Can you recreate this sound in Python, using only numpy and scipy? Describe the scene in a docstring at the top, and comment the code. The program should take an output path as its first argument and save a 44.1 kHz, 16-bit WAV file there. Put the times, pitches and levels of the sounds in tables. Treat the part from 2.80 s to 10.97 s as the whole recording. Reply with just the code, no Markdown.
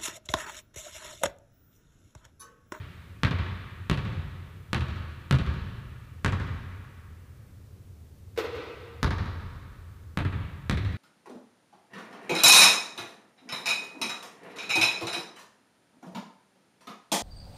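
"""First you hear a bounce dying away in a large gym, over the steady hum of the ventilation.
A basketball is dribbled on the springy wooden floor, shot into the hoop, and dribbled again.
Each bounce is a slap of the skin, a ping of the air in the ball and a thump of the boards;
walls and ceiling throw it back as clear echoes and a long tail.
The shot grazes the hoop, then shakes the rim and whips through the net."""
import sys
import numpy as np
from scipy import signal
from scipy.fft import rfft, irfft, next_fast_len
from scipy.io import wavfile

SR = 44100
rng = np.random.default_rng(int(sys.argv[2]) if len(sys.argv) > 2 else 0)


def to_wav(sig):
    """Store sig (one row per channel, or 1-D mono) as 16-bit WAV at the path in sys.argv[1].

    Samples outside -1..1 are clipped; the rate is SR.
    """
    pcm = np.clip(np.atleast_2d(sig), -1, 1) * 32767
    pcm = np.round(pcm).astype(np.int16)
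    wavfile.write(sys.argv[1], SR, pcm.T)  # frames by channels


N = 360297

# Levels in the tables are relative: 0 dB leaves a sound as it is, -6 dB halves its height.
# Each bounce, whose slap is a double click:
# start_s, slap_db, brightness_db_per_octave, click_gap_ms, second_click_share, thump_db, from_stage_m
BOUNCES = [(-.36, -6, 1.7, 0.043, 0.14, -2, 4.5), (0.4342, 0, 0, 0.052, 0.41, -1, 4.6),
           (1.0985, -1.5, -0.22, 0.3, 0.072, -0.5, 7.5), (1.9316, -0.5, -0.3, 0.7, 0.16, -.5, 11),
           (2.5107, -2, 0.52, .7, 0.13, 0.5, 7.3), (3.447, 0.5, -0.2, 0.13, 0.33, -0.5, 6),
           (6.23, 2, -0.5, 0.18, 0.45, 0.5, 1.45), (7.3737, -3, -0.65, 0.088, 0.3, -3, 4.4),
           (7.897, -5, 1, 0.51, 0.25, 0.5, 4.7)]
# The ball's skin slapping the floor: pitch_hz, level_db
SLAP_SPECTRUM = [(60, 24), (300, 13), (700, 1.5), (1300, 12.5), (2200, 8), (4000, 3.5), (5500, -4.5),
                 (10000, -13.5), (15500, -28)]
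# Tones of the air inside the ball: pitch_hz, level_db
BALL_TONES = [(600, -52.5), (895, -38.5), (1085, -35.5), (1205, -88), (1420, -40), (1580, -36.5),
              (1770, -68), (2130, -38.5), (2300, -48), (2590, -44), (2860, -37), (3230, -36.5), (3640, -67),
              (4130, -49)]
# Tones of the floorboards (a fade is the time to drop 60 dB): pitch_hz, level_db, fade_s
BOARD_TONES = [(88.8, -34, 0.44), (134, -14, 0.044), (166.5, -27, 0.065), (272.7, -33.5, 0.058),
               (354.3, -32.5, 0.07), (515, -44.5, 0.14)]
# Echoes off nearby surfaces, each a clean copy and a scattered blur: delay_s, copy_db, blur_db, blur_s
FLOOR_ECHOES = [(.0032, -12.5, 8, 0.0032), (.0142, -8.5, 11, 0.005), (.0295, -29, 6.5, .0099),
                (.046, -35, 2.5, 0.0063)]
# The hall's long tail of sound: pitch_hz, level_db
TAIL_SPECTRUM = [(25, -26.5), (50, -23), (85, -27.5), (135, -42), (250, -30.5), (450, -35), (750, -31),
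                 (1200, -37), (2200, -36.5), (4000, -38), (5500, -43.5), (8000, -45.5), (15000, -38.5)]
# How long that tail lasts: pitch_hz, fade_s
TAIL_FADES = [(50, 3.15), (90, 2.18), (170, 1.53), (350, 1.75), (700, 1.78), (1200, 2.415), (2400, 2.4),
              (4000, 1.97), (6000, 1.65), (9000, 0.87), (15000, 0.18)]
# Rushing air of the ventilation: pitch_hz, level_db
AIR_SPECTRUM = [(13, -49), (22, -10), (54, -16), (70, -5), (92, -1), (138, -14), (182, -25.5), (209, -20.5),
                (382, -28.5), (414, -26.5), (779, -38), (2600, -45), (2830, -45), (9460, -48.5),
                (15500, -49)]
# Fan and duct tones: pitch_hz, level_db, width_hz
FAN_TONES = [(84.3, -55.5, 17), (110.7, -57, 28), (187.5, -66, 5.3), (382, -77.5, 2.1)]
# The ball touching the hoop: start_s, level_db, width_octaves
HOOP_TOUCHES = [(5.563, -20, 1.8), (5.5758, -2.5, 4.8)]
# Tones of the rim and its bracket: pitch_hz, level_db, fade_s
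RIM_TONES = [(335, -35, 0.092), (395, -32.5, 0.1), (445, -32.5, 0.17), (466, -28, 0.2), (483.5, -27, 0.19),
             (606, -60, 0.13), (970, -32.5, 0.055), (1190, -45.5, 0.47), (1455, -51, 0.38),
             (1840, -58, 0.22), (2320, -44, 0.11), (2553, -43.5, 0.19)]
# The rattling mount and the cords of the net: pitch_hz, level_db
NET_SPECTRUM = [(150, -37), (260, -46), (340, -3.5), (480, -14), (620, -27), (1200, -21), (2500, -26),
                (4200, -28.5), (7000, -37), (10000, -44.5), (14000, -38), (16000, -51)]
# The room's echoes of sounds at the hoop: delay_s, copy_db, blur_db, blur_s
HOOP_ECHOES = [(.009, -2.5, 10, 0.014), (0.064, -12, 7.5, 0.017), (0.173, -15, 4, 0.1)]


def amp(db):
    """Turn decibels into a number to multiply by."""
    return 10 ** (np.asarray(db) / 20)


def along(points, hz):
    """Read between the rows of a table by pitch."""
    pitches, values = np.transpose(points)
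    return np.interp(np.log(hz + 1), np.log(pitches + 1), values)


def clock(seconds):
    """Sample times of a short sound."""
    return np.arange(int(seconds * SR)) / SR


def filtered(sound, gain):
    """Turn each pitch up or down by gain(hz)."""
    size = next_fast_len(len(sound) + 8192)
    return irfft(rfft(sound, size) * gain(np.fft.rfftfreq(size, 1 / SR)), size)[:len(sound)]


def steady_noise(gain):
    """Noise shaped by gain(hz), with an average power of 1."""
    noise = filtered(rng.standard_normal(N), gain)
    return noise / np.sqrt(np.mean(noise ** 2) + 1e-20)


def pulse(db_at, size=4096):
    """The shortest click with the levels db_at(hz)."""
    cepstrum = irfft(np.log(amp(db_at(np.fft.rfftfreq(size, 1 / SR)))))
    cepstrum[1:size // 2] *= 2  # folding onto the first half packs the energy at the start
    cepstrum[size // 2 + 1:] = 0
    return irfft(np.exp(rfft(cepstrum)))


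def ring(tones, t, vary_db, detune):
    """A struck object's fading tones, a little different with every blow."""
    chance = rng.standard_normal((len(tones), 2))
    sound = np.zeros(len(t))
    for (hz, db, fade_s), (louder, higher) in zip(tones, chance):
        level = amp(db + vary_db * louder - 60 * t / fade_s)
        sound += level * np.sin(2 * np.pi * hz * (1 + detune * higher) * t)
    return sound


def add(track, start_s, sound):
    """Mix a sound into the track."""
    start = round(start_s * SR)
    part = sound[max(-start, 0):len(track) - start]
    track[max(start, 0):][:len(part)] += part


def dribble(hall_db=-2.63):
    """Each bounce slaps the floor, pings the air in the ball and thumps the boards."""
    track, t = np.zeros(N), clock(.7)
    for start_s, slap_db, brightness, gap_ms, share, thump_db, metres in BOUNCES:
        suck = amp(slap_db) * squash()
        add(track, start_s - len(suck) / SR, suck)
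        blow = amp(slap_db) * slap(t, brightness, gap_ms, share)
        add(blow, 0, amp(thump_db) * ring(BOARD_TONES, t, vary_db=1.5, detune=0.049))
        echoes = [*FLOOR_ECHOES, stage_echo(metres), *wall_flutter(metres)]
        add(track, start_s, gym(blow, echoes, hall_db))
        add(track, start_s, amp(thump_db) * boom(t))
    return track


def squash(level_db=-21, rise_s=0.003):
    """Just before the slap, the ball flattens and draws a swelling suck of air."""
    return -amp(level_db) * np.exp(-clock(.03)[::-1] / rise_s)


def slap(t, brightness, gap_ms, share, pivot_hz=700, fade_s=.045):
    """The skin lands in a double click; the air inside pings until the rubber damps it."""
    ball = ring([(hz, db, fade_s) for hz, db in BALL_TONES], t, vary_db=1, detune=.015)
    add(ball, 0, -pulse(lambda hz: along(SLAP_SPECTRUM, hz)))
    depth = 2 * share / (1 + share ** 2)

    def colour_db(hz):
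        # two close clicks partly cancel at some pitches, which sounds hollow
        hollow_db = 10 * np.log10(1 + depth * np.cos(2 * np.pi * hz * gap_ms / 1000))
        return hollow_db + brightness * np.log2(1 + hz / pivot_hz)

    return np.convolve(ball, pulse(colour_db, size=512))


def gym(sound, echoes, hall_db, build_s=0.13, drift_s=.0004):
    """The sound arrives directly, then as echoes, then as a tail that slowly fills the hall."""
    t = clock(1.7)
    hz, frame_s, noise = signal.stft(rng.standard_normal(len(t)), SR, nperseg=512)
    tail_db = along(TAIL_SPECTRUM, hz)[:, None] - 60 * frame_s / along(TAIL_FADES, hz)[:, None]
    tail = signal.istft(noise * amp(tail_db), SR, nperseg=512)[1][:len(t)]
    tail_power = amp(hall_db) ** 2 * (1 - np.exp(-(t / build_s) ** 2))
    paths = np.zeros(len(t))
    paths[0] = 1  # the direct sound
    for delay_s, copy_db, blur_db, blur_s in echoes:
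        late_s = abs(delay_s + drift_s * rng.standard_normal())  # paths change as the ball moves
        paths[round(late_s * SR)] += amp(copy_db)
        tail_power += amp(blur_db) ** 2 * (t > late_s) * np.exp(-abs(t - late_s) / blur_s)
    return signal.fftconvolve(sound, paths + tail * np.sqrt(tail_power))


def stage_echo(metres, sound_m_per_s=343, blur_s=0.0033):
    """The stage front answers later and weaker the farther away the ball is."""
    copy_db = -11 - 10 * np.log10(metres)
    blur_db = copy_db + 9
    return 2 * metres / sound_m_per_s, copy_db, blur_db, blur_s


def wall_flutter(metres, trip_s=.0764, blur_s=0.016):
    """Sound bounces between facing walls, weaker and more smeared each trip, clearest by the stage."""
    distance_db = 0.28 * (metres - 5)
    echoes = []
    for k in range(3):
        copy_db = -16.5 - 6 * k - distance_db
        blur_db = 5.5 - 5 * k - distance_db
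        echoes.append(((k + 1) * trip_s, copy_db, blur_db, (k + 1) * blur_s))
    return echoes


def boom(t, centre_hz=86, every_s=0.0907, width_s=0.012, peak_s=0.163, fall_db_per_s=64.5):
    """The thump rolls through the hall as six almost evenly spaced bass swells."""
    sound = np.zeros(len(t))
    for k, (louder, higher, later, phase) in enumerate(rng.standard_normal((6, 4))):
        delay_s = (k + 1) * every_s + .005 * later
        level = amp(-21.5 - fall_db_per_s * abs(delay_s - peak_s) + 2 * louder)
        swell = np.exp(-.5 * ((t - delay_s) / width_s) ** 2)
        pitch_hz = centre_hz * (1 + 0.0905 * higher)
        sound += level * swell * np.sin(2 * np.pi * (pitch_hz * t + phase))
    return sound


def ventilation(rush_db=-48.5):
    """A steady rush of air with wavering fan and duct tones."""
    rush = steady_noise(lambda hz: amp(along(AIR_SPECTRUM, hz)))
    hum = sum(amp(db) * steady_noise(lambda hz: 1 / (1 + (2 * (hz - pitch_hz) / width_hz) ** 2))
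              for pitch_hz, db, width_hz in FAN_TONES)
    return amp(rush_db) * rush + hum


def hoop(centre_hz=2500, lowest_hz=300):
    """A soft graze, then a hit, shakes the rim and the net; neither gives off bass."""
    track, t = np.zeros(N), clock(.5)
    for start_s, db, octaves in HOOP_TOUCHES:
        blow = net_rattle()
        rim = ring(RIM_TONES, t, vary_db=3.5, detune=0.0013)
        add(blow, 0, gym(rim, HOOP_ECHOES, hall_db=0))
        # a glancing touch stirs only the middle pitches
        touch = filtered(blow, lambda hz: np.exp(-(np.log2((hz + 1) / centre_hz) / octaves) ** 2))
        add(track, start_s, amp(db) * touch)
    return signal.sosfilt(signal.butter(4, lowest_hz, "high", fs=SR, output="sos"), track)


def net_rattle(fade_s=0.16, slices=16):
    """A short fading rustle of net and mount, with a smooth, hissing hall tail."""
    track, step = np.zeros(2 * SR), SR // 110
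    window = np.sin(np.pi * np.arange(2 * step) / (2 * step))
    # each slice of the noise gets its own tail, so the sum does not ring like a chime
    for start in range(-step, (slices - 1) * step, step):
        t = (start + np.arange(2 * step)) / SR
        noise = filtered(rng.standard_normal(len(t)), lambda hz: amp(along(NET_SPECTRUM, hz)))
        fade = (t > 0) * amp(-60 * t / fade_s)
        add(track, start / SR, gym(noise * window * fade, HOOP_ECHOES, hall_db=3.5))
    return track


def scene():
    """Ball, hoop and ventilation, mixed into one channel."""
    return (dribble() + hoop() + ventilation())[None]


def record(dry, low_hz=38, top_hz=15500):
    """Trim away the deepest bass and the highest treble."""
    trimmed = signal.sosfilt(signal.butter(3, low_hz, "high", fs=SR, output="sos"), dry[0])
    return filtered(trimmed, lambda hz: hz < top_hz)[None]


dry = scene()
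out = record(dry)
to_wav(out)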